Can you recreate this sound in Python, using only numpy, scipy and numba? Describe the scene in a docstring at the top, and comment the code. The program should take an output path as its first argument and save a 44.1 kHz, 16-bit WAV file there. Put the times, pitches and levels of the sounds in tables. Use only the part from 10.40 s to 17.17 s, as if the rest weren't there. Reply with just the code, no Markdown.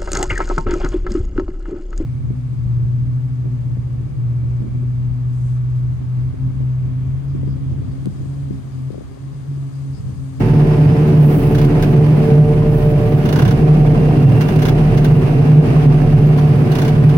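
"""Forage harvester cab, cutting maize.

Inside the cab at full throttle, on a stereo microphone that is lifted towards the windscreen.
Engine orders and the knife drum make the cab boom, throbbing with the feed rolls. Wads of crop rumble
and knock through the drum and chaff rushes up the spout. A loose panel chatters in short bursts,
bearings squeal faintly, a dry joint squeaks and something brushes softly past."""
import sys
import numpy as np
from scipy import signal
from scipy.fft import rfft, irfft, next_fast_len
from scipy.io import wavfile
from scipy.ndimage import uniform_filter1d
from numba import njit

SR = 44100
rng = np.random.default_rng(int(sys.argv[2]) if len(sys.argv) > 2 else 0)


def unload_wav(signal):
    """Save mono or channel-first audio to the path in sys.argv[1] as 16-bit WAV at rate SR, clipped to [-1, 1]."""
    wavfile.write(
        sys.argv[1],
        SR,
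        np.round(np.clip(np.atleast_2d(signal).T, -1, 1) * 32767).astype(np.int16),
    )


N = 298557
TIME = np.arange(N) / SR


def undb(db):
    """Decibels to gain."""
    return 10 ** (np.asarray(db) / 20)


def unit(x):
    """Scale to rms 1."""
    return x / np.sqrt(np.mean(x ** 2))


def curves(table):
    """Each column after the first, joined by straight lines in time."""
    times, *columns = np.transpose(table)
    return [np.interp(TIME, times, column) for column in columns]


def gain_at(points):
    """Gain of (frequency [Hz], level [dB]) points on the axis of a padded transform."""
    hz, db = np.transpose(points)
    axis = np.fft.rfftfreq(next_fast_len(N, True), 1 / SR)
    return undb(np.interp(np.log(axis + 1), np.log(hz), db))


def colour(x, gain):
    """Filter by a smooth gain over frequency."""
    size = next_fast_len(N, True)
    return irfft(rfft(x, size) * gain, size)[..., :N]


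def ring(x, modes):
    """Parallel resonances (frequency [Hz], width [Hz], level [dB])."""
    return sum(undb(db) * signal.lfilter(*signal.iirpeak(hz, hz / width, fs=SR), x)
               for hz, width, db in modes)


def walk(rate):
    """Smooth random drift of rms 1, with `rate` new values a second."""
    step = int(SR / rate)
    held = np.repeat(rng.standard_normal(N // step + 1), step)
    return unit(uniform_filter1d(uniform_filter1d(held, step), step)[:N])


def swell(start, end):
    """A rounded rise and fall between two times."""
    return np.sqrt(np.maximum(4 * (TIME - start) * (end - TIME), 0)) / (end - start)


def bumps(events, sigma_s):
    """A bell-shaped envelope around each (time [s], level [dB])."""
    return sum(undb(db) * np.exp(-np.minimum(((TIME - s) / sigma_s) ** 2, 100) / 2) for s, db in events)


def turns(hz):
    """Cycles completed at a moving rate."""
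    return np.cumsum(hz) / SR


def tone(cycles, flutter, rate=18, spread=0.):
    """A tone of rms near 1, fluttering in level and phase; spread is the left-right phase [rad]."""
    angle = 2 * np.pi * ((cycles + rng.random()) % 1) + .5 * spread * np.array([[1], [-1]])
    angle = angle.astype(np.float32)
    wave = (1 + flutter * walk(rate)) * np.cos(angle) + flutter * walk(rate) * np.sin(angle)
    return wave / np.sqrt(.5 + flutter ** 2)


def diffuse():
    """Cab noise at the microphone: left and right alike in the bass, unrelated in the treble."""
    # diffuseness of the sound field: (frequency [Hz], side minus mid [dB])
    width = [(30, -30.5), (140, -17.5), (220, -12.5), (310, -9.5), (500, -3), (750, -6), (1100, 1),
             (16000, 0)]
    mid, side = rng.standard_normal((2, N))
    return mid + np.array([[1], [-1]]) * colour(side, gain_at(width))


def orders(cycles, table, flutter):
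    """Tones of a turning shaft; levels change as the microphone moves through the standing waves."""
    # microphone lifted towards the windscreen: (time [s], height [0-1])
    lift = [(0, 0.01), (1.6, 0.1), (2.4, 0.8), (3.3, 0.8), (4.2, 0.93), (6.77, 0.87)]
    height, = curves(lift)
    return sum(undb(low + height * (high - low)) * tone(order * cycles, flutter, rate=14, spread=0.28)
               for order, low, high in table)


@njit
def follower(x, attack, release):
    """Envelope that rises fast and sinks slowly."""
    out, level = np.empty(len(x)), 0.
    for i in range(len(x)):
        level += (x[i] - level) * (attack if x[i] > level else release)
        out[i] = level
    return out


def squeaks(waver=.007):
    """A dry joint slips for a few hundredths of a second; its pitch wavers."""
    # slips of the joint: (middle [s], level [dB])
    slips = [(0.07, -65), (0.688, -58), (1.95, -62), (2.29, -66), (5.78, -64), (5.875, -58)]
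    # modes of the joint: (frequency [Hz], relative level [dB])
    modes = [(6750, -6), (9480, -5.5), (12050, -4.5), (13900, 0.5), (15400, -11)]
    clock = turns(1 + waver * walk(150))
    squeak = sum(undb(db + 3.5) * tone(hz * clock, flutter=.9, rate=200, spread=1.6) for hz, db in modes)
    return bumps(slips, sigma_s=.014) * squeak


def swish():
    """Something brushes past: light dry friction, grainy and very bright."""
    # soft strokes: (start [s], end [s], level [dB])
    strokes = [(0.75, 1.14, -39.8), (1.05, 1.32, -50), (1.35, 1.58, -50), (1.6, 2.0, -54),
               (2.28, 2.55, -47), (2.48, 2.95, -52), (3.72, 4.32, -51), (4.6, 4.95, -54),
               (5.95, 6.519, -54)]
    # friction spectrum: (frequency [Hz], density [dB])
    spectrum = [(4000, -22), (7500, -16.5), (9200, -7), (12500, -3.5), (14000, -3), (15300, -3),
                (16000, -1.5)]
    envelope = sum(undb(db) * swell(start, end) ** 2 for start, end, db in strokes)
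    return unit(colour(diffuse(), gain_at(spectrum))) * envelope * undb(1.5 * walk(120))


def auxiliaries():
    """A belt drive hums; bearings squeal roughly, swelling and fading."""
    # belt drive hum: (time [s], pitch [Hz], level [dB])
    hum = [(0, 256.3, -40.5), (2.8, 254.3, -61), (3.2, 254.5, -32), (4.4, 254.5, -30), (5.5, 253.9, -25.5),
           (6.77, 252.7, -29)]
    # squealing bearings and belts: (start [s], end [s], pitch [Hz], level [dB])
    squeals = [(0.05, 0.65, 5100, -58), (0.053, 0.6, 4660, -62), (0.9, 2.3, 8130, -66),
               (3.55, 4.25, 2750, -46.5), (4.297, 6.1, 2745, -51), (5.85, 6.247, 4600, -62)]
    hum_hz, hum_db = curves(hum)
    out = undb(hum_db) * tone(turns(hum_hz), flutter=0.22, spread=.4)
    for start, end, hz, db in squeals:
        cycles = turns(hz * (1 + .003 * walk(35)))
        out += undb(db) * swell(start, end) * tone(cycles, flutter=1.1, rate=70, spread=1.0)
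    return out


def cobs(t60=.06, knock_hz=620, width_hz=330):
    """Hard pieces of crop strike the feed housing, heard dulled through the cab."""
    # stalks and cobs striking: (time [s], starting level [dB])
    knocks = [(0.205, -26), (0.31, -27.5), (2.22, -27), (3.28, -27), (3.449, -26.5), (3.548, -24),
              (3.708, -22.5), (5.365, -23.5), (5.901, -26), (5.984, -23.5)]
    # modes of the housing: (frequency [Hz], width [Hz], level [dB])
    housing = [(580, 30, -4), (770, 55, 3), (1036, 280, 4), (2380, 400, -12.5)]
    blows = sum(undb(db - 60 * np.clip(TIME - s, 0, 1) / t60) * (TIME > s) for s, db in knocks)
    return blows * unit(ring(ring(diffuse(), housing), [(knock_hz, width_hz, 0)]))


def chatter(gap_shrink=.97, scatter_db=.7):
    """Yield knocks (time [s], level [dB], deep share [dB]); gaps shrink as the panel settles."""
    # bursts: (start [s], end [s], knocks [count], first [dB], last [dB], share of deep modes [dB])
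    bursts = [(1.148, 1.246, 4, -28, -31.5, 0), (1.4235, 1.4237, 1, -23.8, -23.8, -6),
              (2.8534, 2.8873, 2, -26.5, -28, 3.5), (2.925, 3.107, 7, -24.3, -27.3, 5.5),
              (4.0083, 4.084, 2, -24, -27.5, 3.5), (4.158, 4.188, 2, -32, -31.5, -1.5),
              (4.22, 4.283, 3, -22.5, -26.5, 2.5), (4.5735, 4.645, 2, -25, -26, -1),
              (5.974, 5.9844, 2, -35, -35.5, -2), (6.3175, 6.478, 6, -25.5, -28, 0.5),
              (6.6922, 6.6922, 1, -30, -30, 0)]
    for start, end, count, first_db, last_db, deep_db in bursts:
        settled = 1 - gap_shrink ** np.arange(count)
        times = np.interp(settled, [0, settled[-1]], [start, end])
        for s, db in zip(times, np.linspace(first_db, last_db, count)):
            yield s, db + scatter_db * rng.standard_normal(), deep_db


def panel(t60=0.092, bounce_s=0.0024, bounce_db=-5, build_s=0.0021):
    """A loose panel cracks and bounces once a knock; its ring builds and dies away in the cab."""
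    # bright and deep panel modes: (frequency [Hz], width [Hz], level [dB])
    bright_modes = [(1660, 320, 3.2), (2135, 620, 2), (2820, 280, 2.2), (3400, 290, -1.2),
                    (4200, 1500, -5.7), (5110, 260, -5.5), (5930, 380, -4.5)]
    deep_modes = [(630, 110, -2), (804, 150, 1), (990, 250, 4), (1250, 380, -5.5), (1456, 250, -0.5)]
    # crack of each contact: (frequency [Hz], density [dB])
    crack_spectrum = [(500, -10.5), (2000, 7.5), (4500, 10.5), (6000, 1.5), (7200, -19), (9200, 5),
                      (11500, 1.5), (12500, 5.5), (13500, -2), (16000, 6.5)]
    crack, clang, knock = np.zeros((3, N))
    age = TIME[:SR // 5]
    for s, db, deep_db in chatter():
        since_bounce = age - bounce_s * (.5 + rng.random())
        bounce = (since_bounce > 0) * undb(bounce_db - 60 * np.abs(since_bounce) / t60)
        fade = np.hypot(undb(-60 * age / t60), bounce)
        ringing = fade * (1 - np.exp(-age / build_s))
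        start = int(s * SR)
        span = slice(start, start + len(age))
        crack[span] += undb(db - 6.8 - .2 * deep_db) * fade[:N - start]  # deep knocks crack less
        clang[span] += undb(db - 2.5) * ringing[:N - start]
        knock[span] += undb(db - 4 + deep_db) * ringing[:N - start]
    contact = unit(colour(diffuse() * undb(1.9 * walk(700)), gain_at(crack_spectrum)))
    bright, deep = (unit(ring(ring(diffuse(), modes), modes)) for modes in (bright_modes, deep_modes))
    return crack * contact + clang * bright + knock * deep


def crop(shaft, snaps_per_s=250, snap_s=0.0026):
    """Machinery rumble, chaff pulsing with the shaft, snapping stalks and a fine hiss."""
    # flow of crop: (time [s], machinery body [dB], rush of chaff and stalks [dB])
    flow = [(0.0, -21, -35), (1.93, -19.8, -35.7), (2.0, -21.5, -38.3), (2.75, -23, -37.5),
            (2.95, -19, -36), (4.1, -19.5, -35), (6.77, -21.7, -35)]
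    # machinery body, chaff and hiss from inside the cab: (frequency [Hz], density [dB])
    body_spectrum = [(20, -5), (60, -0.5), (85, -6), (170, 6.5), (215, 5.5), (300, 5.5), (335, 2),
                     (420, 1.5), (480, -1), (550, -9.5), (745, -6), (810, -17.5), (1200, -42),
                     (16000, -76.5)]
    chaff_spectrum = [(400, 4), (800, 9), (1050, 4), (1300, 1), (1900, -2), (2700, -3.5), (3400, -12),
                      (4100, -15), (5000, -14.5), (5500, -19), (6100, -18.5), (7000, -27), (9000, -21.5),
                      (16000, -32.5)]
    hiss_spectrum = [(3000, -20.5), (7000, -3.5), (8200, -7), (9500, -2), (11200, 1), (13000, -7.5),
                     (16000, -13.5)]
    body_db, rush_db = curves(flow)
    body = unit(colour(diffuse(), gain_at(body_spectrum))) * undb(body_db + walk(25))
    throb = 1 + 0.033 * np.sin(2 * np.pi * shaft)
    chaff = unit(colour(diffuse() * throb * undb(walk(60)), gain_at(chaff_spectrum)))
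    snaps = (rng.random(N) < snaps_per_s / SR) * undb(2.2 * np.minimum(rng.exponential(size=N), 4))
    snap_decays = signal.lfilter([1], [1, -np.exp(-1 / (snap_s * SR))], snaps)
    stalks = unit(colour(diffuse() * snap_decays, gain_at(chaff_spectrum)))
    hiss = unit(colour(diffuse(), gain_at(hiss_spectrum))) * undb(-57.0 + .8 * walk(40))
    return body + undb(rush_db) * (undb(3.5) * chaff + undb(-4.5) * stalks) + hiss


def engine(shaft, beat_depth=.68, beat_period_s=1.085, beat_peak_s=0.21):
    """The floor shakes once a turn under the engine's orders; the cab panels amplify two of them."""
    # floor shake: (time [s], mean level [dB])
    shake_levels = [(0, -30), (1.3, -26.5), (4.6, -25), (5.6, -25.5), (6.77, -31)]
    # engine and drive orders: (multiple of shaft rate, microphone low [dB], microphone high [dB])
    engine_orders = [(2, -30.5, -32.5), (3, -30, -32), (6.026, -26, -35), (7.56, -29, -47.5),
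                     (8.01, -28, -35), (19.96, -41.5, -40), (23.68, -41, -53), (27.3, -46.5, -52),
                     (31.6, -56, -51)]
    # droning panels: (time [s], order 12 [dB], order 16 [dB])
    drone_levels = [(0.0, -35, -46), (0.26, -26, -37.5), (1.73, -27, -34.5), (1.87, -20.5, -31),
                    (2.15, -23.5, -29.5), (2.65, -27, -31), (3.05, -28, -33), (3.4, -29, -38),
                    (6.77, -31, -38.5)]
    shake_db, = curves(shake_levels)
    twelfth_db, sixteenth_db = curves(drone_levels)
    # two shafts at nearly the same speed make the shake swell and fade
    beat = 1 + beat_depth * np.cos(2 * np.pi * (TIME - beat_peak_s) / beat_period_s)
    shake = undb(shake_db) * beat * tone(shaft, flutter=0.16, rate=23)
    drone = undb(twelfth_db) * tone(12 * shaft, flutter=0.32, spread=0.3)
    drone += undb(sixteenth_db) * tone(16 * shaft, flutter=0.14, spread=0.45)
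    return shake + orders(shaft, engine_orders, flutter=0.38) + drone


def drum(shaft, feed_hz=10.66, feed_peak_s=0.035, feed_depth=.23, uneven_db=3.7, rumble_db=-16.1):
    """Knives pass four times a turn, throbbing with the feed rolls; uneven bites ring the cab."""
    # load on the knife drum: (time [s], cab boom [dB])
    load = [(0.0, -32), (0.12, -10.5), (0.62, -15), (0.8, -4.5), (1.0, -17), (1.1, -10.5), (1.42, -12),
            (1.66, -7), (1.87, -19), (1.98, -7), (2.06, -12), (2.24, -14), (2.48, -9), (2.6, -22),
            (3.15, -15), (3.33, -5.5), (3.7, -13), (4.08, -17), (4.7, -11.5), (5.2, -8.5), (5.28, -28),
            (5.38, -10), (5.82, -8.5), (6.25, -14.5), (6.77, -11.5)]
    # thick wads going through: (middle [s], rumble [dB])
    wads = [(0.47, -13.5), (3.08, -12.5), (3.9, -12), (4.75, -13), (5.74, -12), (6.17, -17.5), (6.64, -14)]
    # cab air resonances: (frequency [Hz], width [Hz], level [dB])
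    cab_modes = [(113, 30, -2), (135.9, 27, 1), (158, 13, -6.5)]
    # drum orders: (multiple of drum rate, microphone low [dB], microphone high [dB])
    drum_orders = [(5, -32.5, -30.5), (10, -28.5, -30.5)]
    load_db, = curves(load)
    rotor = 1.008 * shaft
    knives = 4 * rotor
    drag = 0.07 * walk(22)  # the crop shifts the cut by a part of a cycle
    feed = 1 + feed_depth * np.cos(2 * np.pi * feed_hz * (TIME - feed_peak_s))
    boom_db = load_db + uneven_db * np.tanh(walk(16))
    boom = undb(boom_db) * feed * tone(knives + drag, flutter=0.17, rate=45)
    cuts = np.diff(np.floor(knives), prepend=0)
    bites = uniform_filter1d(cuts, size=200) * rng.standard_normal(N)
    cab_air = unit(ring(ring(bites, cab_modes), [(128.3, 46.0, 0)]))
    rumble = (undb(rumble_db) + bumps(wads, sigma_s=.045)) * cab_air
    return boom + rumble + orders(rotor, drum_orders, flutter=0.42)


def scene():
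    """The mix in the cab, faded in over 4 ms; one shaft paces engine, drum and chaff."""
    # engine governor: (time [s], shaft rate [Hz])
    speed = [(0, 37.2), (0.9, 37.13), (1.55, 37.0), (2.18, 37.42), (2.6, 37.13), (3.2, 37.65), (4.0, 37.35),
             (4.3, 37.5), (5.15, 37.35), (5.65, 36.85), (6.15, 37.05), (6.77, 37.2)]
    shaft = turns(curves(speed)[0])
    machine = engine(shaft) + drum(shaft) + auxiliaries()
    cab = machine + crop(shaft) + panel() + squeaks() + swish() + cobs()
    return cab * np.minimum(TIME / .004, 1)


def record(dry, threshold_db=-8, squeeze=0.43, makeup_db=1.25, attack_s=0.00088, release_s=0.025):
    """Two microphone ports colour the sound; quick gain control ducks it all under the boom."""
    # colour of the ports: (frequency [Hz], left minus right [dB])
    ports = [(35, -1.5), (70, -0.5), (110, -4), (150, -1.14), (210, 2), (300, 1.5), (480, -1.7), (1300, -2),
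             (2400, -3.5), (5800, -3), (7500, 1.5), (10000, 0.5), (13500, 3), (15500, 5.5)]
    lean = np.sqrt(gain_at(ports))
    heard = colour(dry, np.array([lean, 1 / lean]))
    peak = follower(np.abs(heard).max(axis=0), 1 / (attack_s * SR), 1 / (release_s * SR))
    gain = np.maximum(peak / undb(threshold_db), 1) ** -squeeze
    held = heard * undb(makeup_db) * uniform_filter1d(gain, size=300)
    soft_clipped = held / (1 + held ** 12) ** (1 / 12)
    top_cut = signal.ellip(10, .1, 80, 15800, fs=SR, output="sos")
    return signal.sosfilt(top_cut, soft_clipped)


dry = scene()
out = record(dry)
unload_wav(out)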